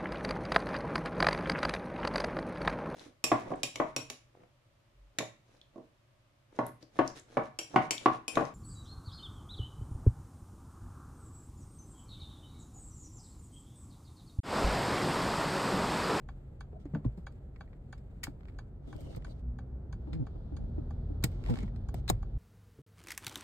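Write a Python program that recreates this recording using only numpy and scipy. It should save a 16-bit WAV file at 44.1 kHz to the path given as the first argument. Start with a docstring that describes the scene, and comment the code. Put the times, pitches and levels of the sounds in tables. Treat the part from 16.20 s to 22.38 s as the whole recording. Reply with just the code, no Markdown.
"""Inside a car crossing a car park. From the start the engine drones and the turn signal's relay ticks.
In the first second the body thumps over a bump; then the road rumble grows as the car pulls away.
From about 2 s, plastic close to the microphone clacks, slides and creaks as the steering wheel turns.
The engine climbs from about 3 s and drops back after 5.3 s; the loudest clacks come near the end."""
import sys
import numpy as np
from scipy import signal
from scipy.fft import rfft, irfft, next_fast_len
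from scipy.io import wavfile
from scipy.ndimage import map_coordinates

SR = 44100
rng = np.random.default_rng(int(sys.argv[2]) if len(sys.argv) > 2 else 0)


def bounce(signal):
    """Save signal as a 16-bit WAV file at the path given by the first command-line argument."""
    frames = np.transpose(np.atleast_2d(signal))
    limited = np.clip(frames, -1, 1)
    pcm = np.round(limited * 32767).astype(np.int16)
    wavfile.write(sys.argv[1], SR, pcm)


N = 272714
TIME = np.arange(N) / SR  # seconds through the scene
T = np.arange(SR // 2) / SR  # seconds through one short sound

# how fast the engine fires and how loud it is: t/s, f/Hz, level/dB
ENGINE_RUN = [(0, 57, -63.5), (2.7, 56.76, -54.5), (3.1, 56, -55.5), (3.28, 61.26, -39), (3.6, 64.07, -44),
              (4.1, 66.77, -46), (4.35, 72.16, -39), (4.7, 78.58, -39.5), (5.3, 86.87, -44.5),
              (6.0, 54.5, -41), (6.18, 54.26, -44)]
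# tone of a crack of plastic: f/Hz, level/dB
PLASTIC_TONE = [(710, -15), (1200, -9), (1630, -7.5), (2230, -3), (2860, -7.5), (4220, -6.5), (4700, -6.5),
                (5180, -4), (5590, -19.5), (6870, -9), (8530, -6.5), (10300, -29), (11100, -13),
                (13600, -13), (16000, -18)]
# tone of a knocked panel: f/Hz, level/dB
PANEL_TONE = [(60, -2.5), (130, 9), (300, -2.5), (600, -12), (850, -16), (1400, -27.5), (3000, -40.5),
              (8000, -69)]


def engine(level_db=-2.0, drone_end_s=2.26):
    """The engine's firing booms unevenly through the cabin; a low-speed drone fades out early."""
    # the firing note and its overtones: multiple of the firing rate, level/dB
    harmonics = [(1, 0.5), (2, -1.5), (3, -4), (4, -9)]
    # how strongly the cabin booms at each pitch: f/Hz, level/dB
    cabin_boom = [(55, 1), (85, -1), (110, -5.5), (134, -7), (160, -12), (190, -14), (212, -11),
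                  (240, -4.5), (256, -9.5), (280, -19), (350, -24)]
    # notes of the body's drone: f/Hz, level/dB
    drone_notes = [(28, -58.5), (74, -53.5), (133, -56)]
    hz, db = curves(ENGINE_RUN)
    phase = 2 * np.pi * np.cumsum(hz * (1 + .014 * wobble(14) + .022 * wobble(45))) / SR
    firing, drone = 0, 0
    for k, harmonic_db in harmonics:
        lumpy_db = 1.8 * wobble(3.5) + 2.4 * wobble(17)
        gain = amp(db + harmonic_db + along(cabin_boom, k * hz) + lumpy_db)
        firing += gain * np.sin(round(k) * phase + rng.uniform(0, 2 * np.pi))
    for note_hz, note_db in drone_notes:
        gain = amp(note_db + 0.59 * wobble(3.3))
        drone += gain * np.sin(2 * np.pi * note_hz * TIME + 0.057 * wobble(2.1))
    fade = np.clip(1 - (TIME / drone_end_s) ** 2, 0, 1)
    return np.sqrt(2) * (amp(level_db) * firing + drone * fade)


def road(roar_db_per_octave=6):
    """The road shakes the body; tyres and air rush. 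All grow with speed, the tyres also with the revs."""
    # the car creeps, then pulls away: t/s, speed from 0 to 1
    car_speed = [(0, 0), (1.3, 0), (2.5, 0.35), (3.4, 0.53), (4.5, 0.75), (5.3, 1), (6.18, 1)]
    # tones of the deep rumble, the dull tyres and the fine air: f/Hz, level/dB
    rumble_tone = [(18, -16.5), (28, -9.5), (38, 5.5), (50, 5.5), (65, -1), (82, 0), (102, -1), (135, -4),
                   (200, -29.5), (440, -97)]
    tyre_tone = [(88, -23), (150, -1.5), (177, -4.5), (236, -8), (311, -13), (381, -11.5), (466, -15.5),
                 (798, -24), (1130, -34.5), (1320, -32), (2600, -57.5), (3380, -92.5), (5720, -120)]
    air_tone = [(500, -53.5), (1200, 2), (2000, 0), (2800, -1), (4600, -8.5), (5800, -14.5), (8500, -14),
                (10500, -21), (13000, -13), (16000, -23)]
    speed, = curves(car_speed)
    firing_hz = curves(ENGINE_RUN)[0]
    rev_octaves = np.log2(firing_hz / firing_hz[0])
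    rumble = amp(-50 + 13 * speed + 0.43 * wobble(25)) * rush(rumble_tone)
    tyres = amp(-57 + 4 * speed + roar_db_per_octave * rev_octaves + 0.5 * wobble(16)) * rush(tyre_tone)
    air = amp(-86 + 4 * speed) * rush(air_tone)
    return rumble + tyres + air


def turn_signal(first_on_s=-0.2512, blink_s=0.66, lit_s=0.34, off_pitch=0.86):
    """The relay's arm lets go, then strikes and rings its housing: a bright tick on, a duller tock off."""
    # tone of the relay's snap: f/Hz, level/dB
    snap_tone = [(320, -49), (550, -11), (1580, -9.5), (2050, -28), (2310, -21.5), (2950, -19),
                 (3290, -12.5), (3760, -23.5), (4610, -13.5), (5500, -33.5), (6830, -19), (7930, -46.5),
                 (8830, -25.5), (9710, -48), (14000, -40)]
    # ringing notes of its housing: f/Hz, level/dB, fade time/s
    housing_notes = [(797, 3, 0.032), (980, -7, 0.017), (1132, -0.5, 0.018), (1524, -1.5, 0.018),
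                     (1738, -13.5, 0.043), (2292, -11.5, 0.052), (2697, -19, 0.059), (3370, -9.5, 0.04),
                     (3780, -11.5, 0.064), (4570, -8, 0.094), (6500, -9.5, 0.078), (6950, -11.5, .05),
                     (8300, -19.5, .05)]
    # the relay as the microphone turns away from it: t/s, level/dB, strongest ring/Hz
    facing = [(0, -47.5, 1500), (1.7, -46.5, 1550), (3.2, -49.5, 1500), (4.4, -54.5, 1280),
              (6.1, -52.5, 1180)]
    out = np.zeros((2, N))
    level, centre = curves(facing)
    for blink in range(10):
        on = first_on_s + blink * blink_s + 0.02 * (blink == 6)  # one blink hangs back a little
        for s, release_db, pitch in [(on, -52.5, 1), (on + lit_s, -61, off_pitch)]:
            if s > 0:
                db, centre_hz = level[round(s * SR)], pitch * centre[round(s * SR)]
                release = coloured(burst(.025, -11, .09, attack_s=.0012), snap_tone, tilt_db=8)
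                snap = coloured(burst(0.068, -7.5, 0.2), snap_tone, tilt_db=-7.0)
                add(out, s - .0035, amp(release_db) * release)
                add(out, s, amp(db - 10) * snap)
                add(out, s, amp(db + 8) * ring(housing_notes, 0.00004, centre_hz, focus_db=14.5))
    return out


def thumps(sag=0.14, sag_s=0.0074, rise_cycles=0.3, twist_rad=2.7):
    """Each blow knocks a panel and starts a boom and its overtone, which sag in pitch as they die away."""
    # dull blows: t/s, boom/dB, boom/Hz, fade time/s, knock/dB, shaking of the microphone's case (0-1)
    blows = [(0.529, -45.5, 408, 0.091, -44, 0.025), (0.656, -33.5, 276, 0.082, -42, 0.036),
             (0.737, -26, 152.7, 0.21, -36, 0), (0.752, -35, 214, 0.2, -39, 0.1),
             (0.749, -46.5, 1396, 0.049, -57, 0.34), (0.754, -34, 283, 0.12, -33, 0),
             (0.755, -42, 593, 0.069, -47, 0), (0.846, -47, 970, 0.052, -55.5, 0.22),
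             (0.852, -20.5, 233, 0.05, -41, 0.27), (0.858, -27.5, 53, 0.31, -45, 0),
             (0.862, -16.5, 115, 0.093, -44.5, 0.14), (0.977, -33.5, 168.5, 0.099, -42.5, 0.1),
             (2.069, -46, 890, 0.034, -54, 0.53), (2.08, -34.5, 274, 0.077, -37.5, 0.48),
             (2.678, -39, 236, 0.071, -40.5, 0.52), (2.754, -41, 325, 0.062, -40, 0.8),
             (2.82, -39, 71.7, 0.41, -49, 0.15), (2.87, -53, 340, 0.052, -40.5, 0.2),
             (2.969, -37.5, 465, 0.056, -39, 0.86), (2.975, -38, 100.6, 0.22, -49, 0.3),
             (3.079, -45.5, 540, 0.059, -43, 0.81), (3.873, -34.5, 279, 0.086, -39.5, 0.68),
             (4.025, -36, 267, 0.093, -50, 0.59), (4.157, -40, 304, 0.061, -39, 0.68),
             (4.323, -32.5, 280, 0.066, -50, 0.67), (4.581, -28, 289, 0.086, -38, 0.69),
             (4.901, -36.5, 286, 0.15, -47, 0.72), (5.0401, -24.5, 288, 0.029, -38, 0.72),
             (5.042, -20, 123, 0.091, -27.5, 0.17), (5.289, -32.5, 792, 0.062, -33, 0.96),
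             (5.297, -25, 177, 0.081, -31, 0.21), (5.431, -29.5, 198, 0.13, -38, 0.14),
             (5.743, -34, 656, 0.025, -28.5, 0.028), (5.899, -19.5, 310, 0.022, -16.5, 0.15),
             (5.8999, -17.5, 689, 0.032, -17.5, 0.55), (5.9015, -27.5, 1024, 0.038, -43, 0.82),
             (5.904, -27.5, 165.3, 0.055, -20, 0.12), (5.913, -26, 115, 0.23, -39.5, 0.15)]
    out = np.zeros((2, N))
    sagging_time = T + sag * sag_s * (1 - np.exp(-T / sag_s))
    for s, db, boom_hz, fade_s, knock_db, shaken in blows:
        offset = twist_rad * shaken * np.array([[.5], [-.5]])  # shaking puts left and right out of step
        for hz, gain_db, life_s in [(boom_hz, 0, fade_s), (boom_hz * 1.7, -9, fade_s * 0.23)]:
            swing = np.sin(2 * np.pi * hz * sagging_time + offset)
            rise = 1 - np.exp(-T * hz / rise_cycles)
            add(out, s, swing * rise * amp(db + gain_db - 60 * T / life_s))
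        knock = burst(fade_s * 0.94, -31.0, 0.21, shaken, attack_s=0.00015)
        add(out, s, amp(knock_db - 2) * coloured(knock, PANEL_TONE, tilt_db=1.0))
    return out


def clacks():
    """Hard plastic contacts crack and ring the case; each spot brings out different notes."""
    # contacts: t/s, level/dB, treble tilt/dB per octave, strongest ring/Hz, fade time/s
    contacts = [(0.654, -65.5, -11, 6950, 0.06), (0.848, -63.5, -7.5, 3420, 0.046),
                (0.973, -74, -1, 4500, 0.085), (1.121, -72, -2, 7600, 0.027), (1.36, -55, -12, 2130, 0.021),
                (1.476, -64, -23, 2100, 0.036), (1.53, -60.5, -14, 2200, 0.031),
                (1.778, -66, -4, 2300, 0.033), (2.032, -40, 3, 2200, .02), (2.0353, -36, -1.5, 1950, 0.051),
                (2.038, -33, 0.5, 7240, 0.029), (2.283, -57.5, -12, 2200, 0.038),
                (2.806, -61, 3, 13000, 0.047), (2.962, -52, 4, 9100, 0.014),
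                (3.931, -48.5, -8.5, 3400, 0.051), (3.95, -61, -11, 3700, 0.04),
                (5.0381, -26, 0.5, 2537, 0.038), (5.0401, -25, 5, 9350, 0.022),
                (5.114, -68, -2, 13000, 0.047), (5.297, -50, -3, 12100, 0.059),
                (5.43, -53, -11, 7400, 0.033), (5.478, -55.5, -15, 2200, .035),
                (5.56, -60.5, -8, 4480, .03), (5.7425, -43.5, 0, 11900, 0.015),
                (5.8785, -42, -4.5, 4255, 0.073), (5.89, -34, 1, 4300, 0.031),
                (5.8987, -21.5, 3.5, 7800, 0.02)]
    # ringing notes of the plastic case: f/Hz, level/dB, fade time/s
    case_notes = [(1480, -4, .028), (1910, -2, .04), (2230, 0, .034), (3640, -4, .028), (4170, 1, .03),
                  (5120, -6, .03), (6325, -4, .022), (6950, -2, .02), (7770, -3, .02), (8365, -5, .022),
                  (11400, -2, .012), (13550, 3, .012)]
    out = np.zeros((2, N))
    for s, db, tilt, centre_hz, fade_s in contacts:
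        echo_db = -29 - 0.3604 * db  # faint, far contacts carry more cabin echo
        crack = coloured(burst(fade_s, echo_db, 3.35 * fade_s, attack_s=0.0006), PLASTIC_TONE, tilt)
        ringing = ring(case_notes, 0.000307, centre_hz, focus_db=19.5)
        add(out, s, amp(db - 1) * crack + amp(db + 1) * ringing)
    return out


def groans(twist_rad=1.84, jitter=0.033, flutter_db=2.0):
    """The grip sticks and slips fast enough to hum; the pitch rises and falls with the push."""
    # pushes: t/s, length/s, first f/Hz, middle f/Hz, last f/Hz, level/dB, treble tilt/dB per octave
    pushes = [(3.922, 0.11, 131, 162.3, 113.8, -38, -6), (4.34, 0.12, 148.5, 159.3, 149, -46.5, -17),
              (5.289, 0.054, 112.2, 124.4, 111.4, -31.5, -0.5)]
    # how strongly the case answers each pitch: f/Hz, level/dB
    case_tone = [(120, 4.5), (160, 2.5), (245, 1), (320, -1.5), (370, -21), (490, -7), (620, -23.5),
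                 (830, -21), (1000, -27)]
    out = np.zeros((2, N))
    offset = twist_rad * np.array([[.5], [-.5]])  # left and right swing out of step
    for s, length, first_hz, middle_hz, last_hz, db, tilt in pushes:
        arch = np.polyfit([0, .5, 1], [first_hz, middle_hz, last_hz], 2)
        hz = np.polyval(arch, ramp(s, length)) * (1 + jitter * wobble(90))
        press = stroke(s, length) * amp(db + flutter_db * wobble(60))
        span = slice(round(s * SR), round(s * SR) + len(T))
        phase = 2 * np.pi * np.cumsum(hz[span]) / SR
        for k in range(1, 9):
            swing = np.sin(k * phase + rng.uniform(0, 2 * np.pi) + offset)
            add(out, s, press[span] * amp(along(case_tone, k * hz[span]) + tilt * np.log2(k)) * swing)
    return out


def squeaks(stutter_db=4.0):
    """Rubbed plastic sticks and slips, feeding a note that glides as the slide slows; wider is rougher."""
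    # squeaks, scrapes and low groans: t/s, length/s, first f/Hz, last f/Hz, width/Hz, level/dB
    glides = [(0.524, 0.052, 700, 640, 210, -59), (2.671, 0.13, 3650, 2950, 523, -75),
              (2.787, 0.15, 3140, 2800, 420, -71.5), (2.744, 0.065, 620, 590, 200, -57),
              (2.859, 0.047, 487, 560, 300, -53), (2.883, 0.09, 4400, 4250, 1680, -70.5),
              (3.088, 0.035, 4420, 4140, 1000, -66.5), (5.335, 0.07, 240, 217, 54, -43),
              (5.3, 0.137, 2200, 2150, 350, -65), (5.887, 0.0079, 4100, 3800, 240, -34.5)]
    out = np.zeros((2, N))
    for s, length, first_hz, last_hz, width_hz, db in glides:
        remaining = np.clip(1 - T / length, 0, 1)
        phase = 2 * np.pi * np.cumsum(last_hz + (first_hz - last_hz) * remaining ** 0.95) / SR
        flutter = lambda: map_coordinates(rng.standard_normal(len(T) // 10), [T * width_hz])
        sides = [flutter() * np.sin(phase) + flutter() * np.cos(phase) for _ in range(2)]
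        tone = np.zeros((2, N))
        add(tone, s, unit(np.array(sides)))
        out += amp(db) * stroke(s, length) * tone
    return out * unit(amp(stutter_db * wobble(60)))


def creaks(slip_fade_s=0.021, unevenness=0.058, scatter_db=4.5):
    """Plastic under strain sticks and lets go in a run of small snaps."""
    # runs of slips: t/s, length/s, slip rate/Hz, level/dB, treble tilt/dB per octave
    runs = [(1.344, 0.081, 73, -89, -22), (1.46, 0.2, 55, -81, -5), (2.208, 0.15, 44, -60, -14.5),
            (2.747, 0.11, 59, -67.5, 0), (2.913, 0.06, 59, -55.5, -13), (3.022, 0.055, 43, -57, -11.5),
            (3.173, 0.025, 44, -71.5, -4), (3.821, 0.14, 16, -71, -6), (5.239, .054, 89, -47.5, -8.5),
            (5.305, .11, 60, -46.5, -7.5)]
    out = np.zeros((2, N))
    for s, length, rate, db, tilt in runs:
        gaps, sizes = rng.standard_normal((2, 12))
        times = np.cumsum(np.r_[0, np.exp(unevenness * gaps)]) / rate
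        snaps = sum(amp(scatter_db * size - 60 * abs(T - at) / slip_fade_s) * (T >= at)
                    for at, size in zip(times, sizes) if at < length)
        add(out, s, amp(db) * coloured(snaps * stereo_noise(len(T), via_case=0.25), PLASTIC_TONE, tilt))
    return out


def sliding():
    """Plastic slides in many tiny slips, which hiss and also shake the case and its hollow."""
    # strokes: t/s, length/s, hiss/dB, shudder/dB, growth over the stroke/dB, treble tilt/dB per octave
    rubs = [(0.594, 0.046, -76, -63, -11, 1), (2.62, 0.59, -79, -64.5, 3, -1.5),
            (2.668, 0.31, -70.5, -57, 4, 2.5), (3.057, 0.073, -72, -61.5, -2, 3),
            (3.863, 0.22, -85, -56, -6, -3), (4.322, 0.18, -86, -57.5, 1.5, 1),
            (5.071, 0.421, -70, -67.5, -2, -2.5), (5.246, 0.19, -60, -52, -3.5, -2),
            (5.74, 0.066, -65.5, -52, -14, 1)]
    # tones of the sliding hiss and of the hollow case: f/Hz, level/dB
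    slide_tone = [(530, -19), (900, -6.5), (1350, -8), (1720, -15.5), (2170, -6), (2550, -16), (2960, -8),
                  (7230, -20), (9090, -18.5), (10100, -44), (12700, -27), (16000, -35)]
    hollow_tone = [(170, -35.5), (290, 16.5), (390, -4.5), (480, 6.5), (570, 1), (660, 7.5), (730, -14),
                   (810, 4), (1000, -49), (2500, -59)]
    hiss, shudder = 0, 0
    for s, length, hiss_db, shudder_db, growth_db, tilt in rubs:
        press = stroke(s, length) * amp(growth_db * (ramp(s, length) - .5))
        hiss += amp(hiss_db) * press * rush(slide_tone, via_case=0.25, tilt_db=tilt)
        shudder += amp(shudder_db) * press
    slips = unit(amp(wobble(350) + 1.6 * wobble(45)))
    case = amp(-2) * rush(PANEL_TONE, via_case=0.66) + amp(-3) * rush(hollow_tone, via_case=0.51)
    return slips * (hiss + shudder * case)


def grip_rustle(level_db=-83.0):
    """A loose grip brushes softly and unevenly before the wheel starts to turn."""
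    # tone of the brushing: f/Hz, level/dB
    brush_tone = [(500, -15.5), (1500, 5.5), (2100, 6), (3000, 0), (4500, -6), (5500, -15.5), (7500, -5),
                  (9000, -10), (10500, -22.5), (13000, -8.5), (16000, -19.5)]
    waver_db = 2.2 * wobble(11) + 2 * wobble(70)
    return amp(level_db + waver_db) * stroke(start=0, length=2.5) * rush(brush_tone, via_case=0.34)


def turning_hiss(level_db=-82):
    """A faint, narrow hiss sets in and stays as the car steers round."""
    # tone of the hiss: f/Hz, level/dB
    hiss_tone = [(1500, -20.5), (2400, -4), (3300, 4), (4700, -0.5), (5600, -11.5), (9000, -20),
                 (16000, -30.5)]
    fade_in = ramp(start=3.68, length=0.2)
    return amp(level_db + 0.4 * wobble(3.32)) * fade_in * rush(hiss_tone, via_case=0.34)


def stroke(start, length, attack_s=0.0066, release_s=0.0063):
    """Loudness of one sliding stroke: it bites, presses hardest past halfway and lets go."""
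    t = np.maximum(TIME - start, 0)
    swell = amp(np.sin(np.pi * ramp(start, length) ** 2.5))
    return swell * (1 - np.exp(-t / attack_s)) * np.exp(-np.maximum(t - length, 0) / release_s)


def ring(notes, lag_s, centre_hz, focus_db):
    """A struck object's dying notes, favoured near centre_hz; high ones reach the right side late."""
    out = 0
    for hz, db, fade_s in notes:
        level = db + rng.normal(0, 0.65) - focus_db * abs(np.log2(hz / centre_hz))
        t = np.maximum(T - np.array([[0], [lag_s * (hz > 2000)]]), 0)
        envelope = amp(level - 60 * t / fade_s) * (1 - np.exp(-t * hz))
        out += envelope * np.sin(2 * np.pi * hz * t + rng.uniform(0, 2 * np.pi))
    return out / np.abs(out).max()


def burst(fade_s, echo_db, echo_s, via_case=0, attack_s=0.00023):
    """A contact's short crack and the cabin's echo; each drops 60 dB in its fade time."""
    decay = amp(-60 * T / fade_s) + amp(echo_db - 60 * T / echo_s)
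    return stereo_noise(len(T), via_case) * decay * (1 - np.exp(-T / attack_s))


def rush(tone, via_case=0, tilt_db=0):
    """Steady noise with the given tone, at an average power of 1."""
    return unit(filtered(stereo_noise(N, via_case), lambda hz: tone_gain(tone, hz, tilt_db)))


def stereo_noise(count, via_case=0):
    """White noise; the more comes through the microphone's case, the more left and right differ."""
    # left-right likeness through the air and through the case: f/Hz, likeness (cut to -1..1 once mixed)
    air_likeness = [(60, 0.99), (130, 0.99), (290, 0.8), (550, 0.57), (1000, 0.34), (1700, 0.7),
                    (2800, -0.67), (7000, 0.2), (15000, -0.34)]
    case_likeness = [(60, -2), (130, 0), (270, -0.5), (500, -2), (950, -0.07), (2000, -1.85), (4000, 0.17),
                     (15000, -0.6)]

    def shares(hz):
        likeness = (1 - via_case) * along(air_likeness, hz) + via_case * along(case_likeness, hz)
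        angle = np.arccos(np.clip(likeness, -1, 1)) / 2
        return np.array([np.cos(angle), np.sin(angle)])

    mid, side = filtered(rng.standard_normal((2, count)), shares)
    return np.array([mid + side, mid - side])


def coloured(x, tone, tilt_db=0, size=4096):
    """Give a blow its tone, with a filter that lets nothing sound before the blow."""
    gain = unit(tone_gain(tone, np.fft.rfftfreq(size, 1 / SR), tilt_db))
    cepstrum = irfft(np.log(np.maximum(gain, 1e-5)))
    fold = 1 + np.sign(size / 2 - np.arange(size))  # moves all ringing to after the blow
    fold[0] = 1
    impulse = irfft(np.exp(rfft(cepstrum * fold)))
    return signal.fftconvolve(x, impulse[None], axes=1)[:, :x.shape[1]]


def filtered(x, response):
    """Scale each frequency in x by response(hz)."""
    n = x.shape[-1]
    padded = next_fast_len(n + SR // 4)
    return irfft(rfft(x, padded) * response(np.fft.rfftfreq(padded, 1 / SR)), padded)[..., :n]


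def tone_gain(tone, hz, tilt_db):
    """Gain from a tone table, with the treble tilted by tilt_db per octave."""
    return amp(along(tone, hz) + tilt_db * np.log2(1 + hz / 1000))


def along(points, hz):
    """Read between (f/Hz, value) points on a musical pitch scale."""
    freqs, values = np.transpose(points)
    return np.interp(np.log(hz + 1), np.log(freqs + 1), values)


def curves(rows):
    """One value per sample for each column after the time."""
    times, *columns = np.transpose(rows)
    return [np.interp(TIME, times, column) for column in columns]


def ramp(start, length):
    """Rise from 0 to 1 over length seconds, then stay."""
    return np.clip((TIME - start) / length, 0, 1)


def wobble(rate):
    """A smooth curve through rate random points a second."""
    return map_coordinates(rng.standard_normal(int(N * rate / SR) + 4), [TIME * rate])


def amp(db):
    """Decibels to gain."""
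    return 10 ** (np.asarray(db) / 20)


def unit(x):
    """Scale to an average power of 1."""
    return x / np.sqrt(np.mean(x ** 2) + 1e-20)


def add(track, s, sound):
    """Mix a sound in at s seconds."""
    part = track[:, round(s * SR):][:, :sound.shape[1]]
    part += sound[:, :part.shape[1]]


def scene():
    """Everything heard in the cabin; the dashboard trim swallows the relay's highest treble."""
    relay = filtered(turn_signal(), lambda hz: 1 / (1 + (hz / 11500) ** 8))
    return (road() + engine() + relay + clacks() + thumps() + sliding() + creaks() + groans()
            + squeaks() + grip_rustle() + turning_hiss())


def record(dry):
    """The sound starts and stops softly, and the very highest treble is cut off steeply."""
    top_hz = 16050
    return filtered(dry * signal.windows.tukey(N, .002), lambda hz: 1 / (1 + (hz / top_hz) ** 90))


dry = scene()
out = record(dry)
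bounce(out)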